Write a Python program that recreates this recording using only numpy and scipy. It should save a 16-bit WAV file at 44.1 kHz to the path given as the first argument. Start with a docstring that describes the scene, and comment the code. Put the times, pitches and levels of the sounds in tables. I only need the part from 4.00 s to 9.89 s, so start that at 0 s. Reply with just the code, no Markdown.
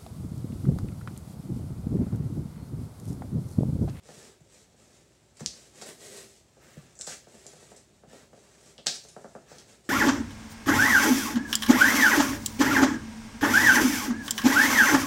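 """Fingers work at the taped lid of a cardboard box, a couple of metres off in a furnished living room.
Over faint hiss and hum, skin slides on the card, fingertips tap the lid and the box bumps softly.
From 1.4 s nails scratch and snap at the tape, with one loud crack; a firm rub follows near 2 s.
More scratches and snaps near 3 s, then a run of light taps and a second loud crack at 4.9 s.
Firmer taps and a few short strokes end it. The room answers briefly throughout."""
import sys
import numpy as np
from scipy import signal
from scipy.fft import rfft, irfft
from scipy.io import wavfile

SR = 44100
rng = np.random.default_rng(int(sys.argv[2]) if len(sys.argv) > 2 else 0)


def pcm_store(signal):
    """Save signal as 16-bit PCM."""
    levels = np.round(np.clip(np.atleast_2d(signal), -1, 1) * 32767)
    wavfile.write(sys.argv[1], SR, levels.astype(np.int16).T)


N = 259749

# Table levels are relative: each source adds its own gain.
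# room noise spectrum: f/Hz, level/dB
AIR_SPECTRUM = [(24, -39), (40, -6), (114, 4.5), (304, -5.5), (362, 2), (476, -12.5), (553, -4),
                (1170, -18.5), (1790, -19), (3440, -19.5), (7460, -29), (15800, -35.5)]
# hand strokes over the card: t/s, length/s, hiss level/dB, lid drive/dB
STROKES = [(0.02, 0.33, -55.5, -56), (0.477, 0.18, -61, -65.5), (0.734, 0.36, -66, -68),
           (1.338, 0.44, -58.5, -63.5), (1.716, 0.26, -53.5, -54.5), (1.854, 0.056, -45, -44),
           (1.958, 0.32, -49, -51), (2.148, 0.074, -54, -54.5), (2.208, 0.22, -60, -82),
           (2.548, 0.44, -65.5, -62), (3.197, 0.68, -59, -61), (4.066, 0.2, -62.5, -56.5),
           (4.292, 0.5, -65.5, -63.5), (4.592, 0.17, -61.5, -67), (4.771, 0.7, -64.5, -71),
           (5.446, 0.21, -62, -56), (5.656, 0.12, -60, -59), (5.833, 0.08, -62, -66)]
# surface friction spectrum: f/Hz, level/dB
HISS_SPECTRUM = [(100, -11), (500, -0.5), (1100, -17.5), (1900, -2.5), (2800, -5.5), (4500, -0.5),
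                 (6200, 2.5), (7900, 4.5), (9200, -4), (12000, -17.5), (16000, -31.5)]
# drive of sliding skin on the lid: f/Hz, level/dB
FLEX_SPECTRUM = [(50, -28), (110, -1.5), (400, -0.5), (700, -6), (1100, -4), (2000, -4), (4000, -7),
                 (12000, -24)]
# resonances of the free lid: f/Hz, width/Hz, level/dB
FREE_LID_MODES = [(212, 140, -6), (411, 85, -5.5), (546, 36, -8.5), (652, 220, -5), (1348, 89, -8.5),
                  (1726, 143, -8.5)]
# resonances of the lid under a flat hand: f/Hz, width/Hz, level/dB
HELD_LID_MODES = [(233, 38, -2.5), (394.2, 12, 15.5), (424, 21, -3.5), (540, 23, -14), (650, 65, 1),
                  (1900, 180, -7)]
# fingertips land on the lid: t/s, level/dB
TAPS = [(0.089, -41.5), (0.283, -51), (0.743, -56), (1.406, -39), (1.82, -39), (1.881, -51), (2.568, -52),
        (2.995, -49), (3.074, -35), (3.27, -47), (3.341, -49), (3.459, -47), (3.533, -47.5), (3.626, -47.5),
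        (3.717, -44.5), (4.035, -46.5), (4.131, -43), (4.33, -46), (4.375, -50), (4.785, -46),
        (4.866, -32.5), (5.049, -48.5), (5.164, -36), (5.244, -36.5), (5.351, -35.5), (5.515, -41)]
# drive of a fingertip on the lid: f/Hz, level/dB
FINGERTIP_SPECTRUM = [(50, -42), (150, -1), (300, -2), (700, 3), (1050, 3), (1500, 12), (2200, 9.5),
                      (4000, 2.5), (12000, -4.5)]
# bumps of the whole box: t/s, level/dB, f/Hz
BUMPS = [(0.172, -51.5, 143), (0.408, -53.5, 144), (1.412, -36.5, 160), (1.424, -40.5, 244),
         (1.463, -48, 69), (2.772, -40, 153), (4.074, -49, 162), (5.055, -60, 166)]
# tape and nail snap free: t/s, level/dB, centre f/Hz, width/oct, tearing time/s, room send/dB
SNAPS = [(1.37, -44, 6340, 0.9, 0.00078, 3.5), (1.406, -40.5, 7140, 0.89, .001, -16),
         (1.4608, -13, 5570, 0.46, 0.000083, -5.5), (1.8191, -41.5, 6500, .8, .001, 7),
         (2.99, -37, 7200, 0.31, .0006, -3), (3.0109, -25.5, 6650, 0.42, 0.0017, -4.5),
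         (3.0187, -29, 6760, .4, .0014, -14), (3.0676, -34.5, 7250, .5, 0.0016, 9.5),
         (3.4659, -33, 6800, 0.46, 0.0012, .5), (3.7626, -46, 7180, 0.48, 0.00068, 9),
         (4.78, -43, 3340, 0.7, 0.00081, 2), (4.8685, -12, 4900, .65, 0.00014, 1),
         (5.037, -46.5, 7060, .7, 0.0011, 9), (5.086, -42, 6700, 0.69, .001, 6.5),
         (5.584, -42.5, 5760, 0.82, .001, 2.5)]
# spectrum of a snap: f/Hz, level/dB
CRACK_SPECTRUM = [(100, -32), (330, -35), (600, -11), (1100, -6), (1700, 1), (2400, -0.5), (4400, 0),
                  (8000, -2), (9500, -8.5), (12000, -14.5), (16000, -54)]
# a nail drags on tape or card: t/s, length/s, level/dB, centre f/Hz, width/oct, lid drive/dB
SCRATCHES = [(1.394, 0.019, -47, 4950, 2, -49.5), (1.813, 0.015, -41, 6100, 3.9, -48),
             (2.61, 0.197, -84, 1510, 0.3, -60), (2.952, 0.03, -55, 7000, 0.24, -65),
             (2.989, 0.11, -44, 7300, 0.16, -58.5), (3.066, 0.079, -40.5, 6750, 4.9, -49.5),
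             (4.861, 0.016, -37.5, 6620, 1.1, -38.5), (4.938, 0.022, -38, 5200, 1.5, -53.5),
             (5.484, 0.074, -57.5, 4550, 0.37, -59)]
# decay of the room: f/Hz, T60/s
ROOM_DECAY = [(100, 0.38), (500, 0.3), (1500, 0.3), (4500, 0.34), (8000, 0.26), (15000, 0.5)]
# onset of the room tail: f/Hz, build-up/s
ROOM_BUILD_UP = [(150, 0.0043), (500, 0.0025), (2000, 0.00047)]
# echoes off nearby surfaces: delay/s, gain
ECHOES = [(.0029, -0.38), (.0085, 0.19), (0.0137, 0.25)]


def amp(db):
    return 10 ** (np.asarray(db) / 20)


def unit_rms(x):
    return x / np.sqrt(np.mean(x ** 2) + 1e-20)


def curve(points, hz):
    """Linear interpolation over log frequency."""
    f, value = np.transpose(points)
    return np.interp(np.log(hz + 1), np.log(f + 1), value)


def add(mix, start_s, sound):
    part = mix[max(round(start_s * SR), 0):][:len(sound)]
    part += sound[:len(part)]


def bins_hz(size=4096):
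    return np.fft.rfftfreq(size, 1 / SR)


def spectrum(points, size=4096):
    return amp(curve(points, bins_hz(size)))


def minimum_phase(gain):
    """Spectrum of a response that starts at once and rings out."""
    log_gain = np.log(np.maximum(gain, 1e-5))
    mirrored = np.concatenate([log_gain, log_gain[-2:0:-1]])
    return np.exp(np.conj(signal.hilbert(mirrored)))[:len(gain)]


def colour(x, gain):
    """Filters x; unit RMS out."""
    return unit_rms(signal.oaconvolve(x, irfft(minimum_phase(gain)))[:len(x)])


def background(air_db=-63.5, hum_hz=60, hum_db=-74):
    """Steady room noise and faint mains hum."""
    air = irfft(rfft(rng.standard_normal(N)) * spectrum(AIR_SPECTRUM, N), N)
    hum = np.sin(2 * np.pi * hum_hz * np.arange(N) / SR)
    return amp(air_db) * unit_rms(air) + amp(hum_db) * unit_rms(hum)


def stroke_levels_db(rest_hiss_db=-72, rest_lid_db=-74.5, speed_up_share=0.3, slow_down_share=0.42):
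    """Hiss and lid drive follow hand speed; between strokes the resting hand stirs a little."""
    t = np.arange(N) / SR
    power = amp([[rest_hiss_db], [rest_lid_db]]) ** 2 * np.ones(N)
    for start_s, length_s, hiss_db, lid_db in STROKES:
        progress = (t - start_s) / length_s
        ramp = np.minimum(progress / speed_up_share, (1 - progress) / slow_down_share)
        speed = np.sin(np.pi / 2 * np.clip(ramp, 0, 1))
        power += (amp([[hiss_db], [lid_db]]) * speed) ** 2
    return 10 * np.log10(power)


def friction(slips_per_s, spread_db, smooth_gain, clump_db=0, clump_hz=140, samples=N):
    """Fibres catch and let go: tiny uneven slips over a smooth rub, optionally in clumps."""
    sizes = amp(spread_db * np.minimum(rng.exponential(1, samples), 4))
    signs = rng.choice([-1, 1], samples)
    slips = unit_rms(sizes * signs * (rng.random(samples) < slips_per_s / SR))
    rub = smooth_gain * rng.standard_normal(samples)
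    index = np.arange(samples)
    clumps = np.interp(index * clump_hz / SR, index, rng.standard_normal(samples))
    return unit_rms((slips + rub) * amp(clump_db * clumps))


def lid_gain(modes=FREE_LID_MODES):
    """Damped panel resonances over a flat base."""
    power = sum(amp(db) ** 2 / (1 + (2 * (bins_hz() - hz) / width_hz) ** 2) for hz, width_hz, db in modes)
    return np.sqrt(power + 0.04)


def sliding(hiss_gain_db=2, flex_gain_db=1.5, fizz_hz=9000, firm_db=-48, hold_db=-58):
    """Sliding skin hisses and shakes the lid; a firm stroke holds the lid down and adds fizz."""
    surface_db, drive_db = stroke_levels_db()
    slips = friction(slips_per_s=2200, spread_db=3.3, smooth_gain=0.5, clump_db=1.7)
    hiss = colour(slips, spectrum(HISS_SPECTRUM))
    treble = (bins_hz() / fizz_hz) ** 3
    fizz = colour(slips, spectrum(HISS_SPECTRUM) * treble / (1 + treble))
    fizz_gain_db = -4 + 0.69 * (surface_db - firm_db)
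    surface = amp(hiss_gain_db) * hiss + amp(fizz_gain_db) * fizz
    free = colour(slips, spectrum(FLEX_SPECTRUM) * lid_gain())
    held = colour(slips, spectrum(FLEX_SPECTRUM) * lid_gain(HELD_LID_MODES))
    hold = 1 / (1 + amp(hold_db - surface_db) ** 2)  # 0 light touch, 1 flat hand
    flex = hold * held + (1 - hold) * free
    return surface * amp(surface_db) + flex * amp(drive_db + flex_gain_db)


def bending_wave(gain, travel_s, reference_hz=500):
    """Treble crosses the card first, so a blow is a quick downward chirp; peak 1."""
    dispersion = np.exp(-4j * np.pi * travel_s * np.sqrt(reference_hz * bins_hz()))
    chirp = irfft(minimum_phase(gain) * dispersion)
    return chirp / abs(chirp).max()


def knock(cutoff_hz):
    """A soft blow on the lid, with little above the cutoff."""
    lowpass = 1 / np.sqrt(1 + (bins_hz() / cutoff_hz) ** 6)
    return bending_wave(spectrum(FINGERTIP_SPECTRUM) * lid_gain() * lowpass, travel_s=0.003132)


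def tapping(gain_db=3, firm_db=-28.5, firm_cutoff_hz=850.1, db_per_oct=45.5, lead_s=0.00115):
    """A fingertip rings the lid; the softer the touch, the duller the tap."""
    out = np.zeros(N)
    for start_s, db in TAPS:
        cutoff_hz = firm_cutoff_hz * 2 ** ((db - firm_db) / db_per_oct)
        add(out, start_s - lead_s, amp(db + gain_db) * knock(cutoff_hz))
    return out


def bumping(swing_gain_db=3, swell_s=0.0041, knock_gain_db=-1, lead_s=0.00521):
    """A soft push knocks the lid dully, then the air in the box swings for a few cycles."""
    out, t = np.zeros(N), np.arange(SR // 5) / SR
    envelope = t / swell_s * np.exp(1 - t / swell_s)
    for start_s, db, hz in BUMPS:
        add(out, start_s - lead_s, amp(db + knock_gain_db) * knock(cutoff_hz=330))
        add(out, start_s, amp(db + swing_gain_db) * envelope * np.sin(2 * np.pi * hz * t))
    return out


def contact_gain(centre_hz, width_oct):
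    """A spectral hump: the smaller the contact, the higher it lies."""
    return 1 / np.sqrt(1 + (np.log2((bins_hz() + 1) / centre_hz) / width_oct) ** 2)


def snapping(gain_db=4, fibre_db=-14):
    """Brief cracks trailed by breaking fibres; some face the microphone, others the room."""
    direct, send, t = np.zeros(N), np.zeros(N), np.arange(SR // 100) / SR
    for start_s, db, centre_hz, width_oct, tear_s, send_db in SNAPS:
        fibres = amp(fibre_db) * rng.standard_normal(len(t)) * np.exp(-t / tear_s)
        fibres[0] = 1  # main break
        crack_gain = spectrum(CRACK_SPECTRUM) * contact_gain(centre_hz, width_oct) ** 2
        crack = bending_wave(crack_gain, travel_s=0.001544)
        snap = amp(db + gain_db) * np.convolve(crack, fibres)
        add(direct, start_s, snap)
        add(send, start_s, amp(send_db) * snap)
    return direct, send


def scratching(rise_s=0.0015, sag_db=4, release_s=0.005):
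    """A nail bites and stutters along, fading as it slows."""
    out, t = np.zeros(N), np.arange(SR // 5) / SR
    for start_s, length_s, db, centre_hz, width_oct, lid_db in SCRATCHES:
        slips = friction(slips_per_s=1500, spread_db=-1.5, smooth_gain=0.26, samples=len(t))
        rasp = colour(slips, spectrum(HISS_SPECTRUM) * contact_gain(centre_hz, width_oct))
        flex = colour(slips, spectrum(FINGERTIP_SPECTRUM) * lid_gain())
        envelope = np.interp(t, [0, rise_s, length_s, length_s + release_s], [0, 1, amp(-sag_db), 0])
        add(out, start_s, envelope * (amp(db) * rasp + amp(lid_db) * flex))
    return out


def room_response(tail_db=2):
    """A few near echoes and a short diffuse tail whose bass gathers late."""
    hz, t, noise = signal.stft(rng.standard_normal(SR // 2), SR, nperseg=256)
    decay = amp(-60 * t / curve(ROOM_DECAY, hz)[:, None])
    onset = 1 - np.exp(-(t / curve(ROOM_BUILD_UP, hz)[:, None]) ** 2)
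    response = signal.istft(noise * decay * onset, SR)[1]
    response *= amp(tail_db) / np.linalg.norm(response)
    for delay_s, gain in ECHOES:
        add(response, delay_s, np.array([gain]))
    return response


def room(send, crossfade_hz=9, tails=3):
    """Three room tails crossfade steadily, giving a smooth, even reverberation without ringing tones."""
    phase = 2 * np.pi * crossfade_hz * np.arange(N) / SR
    # squares sum to 1
    shares = [(1 + 2 * np.cos(phase + 2 * np.pi * k / tails)) / tails for k in range(tails)]
    return sum(signal.fftconvolve(send * share, room_response())[:N] for share in shares)


def scene(rub_gain_db=-4, bump_send_db=-7):
    """The lid faces the ceiling, so taps reach the room more strongly than the microphone."""
    rubs = amp(rub_gain_db) * (sliding() + scratching())
    taps, bumps = tapping(), bumping()
    snaps, snap_send = snapping()
    send = rubs + taps + amp(bump_send_db) * bumps + snap_send
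    return (rubs + taps + bumps + snaps + room(send) + background())[None]


def record(dry, low_cut_hz=52, high_cut_hz=15850):
    """The small microphone loses the deep bass; a steep low-pass limits the band."""
    highpass = signal.butter(8, low_cut_hz, "highpass", fs=SR, output="sos")
    lowpass = signal.firwin(511, high_cut_hz, window=("kaiser", 9), fs=SR)
    return signal.oaconvolve(signal.sosfilt(highpass, dry), lowpass[None], "same")


dry = scene()
out = record(dry)
pcm_store(out)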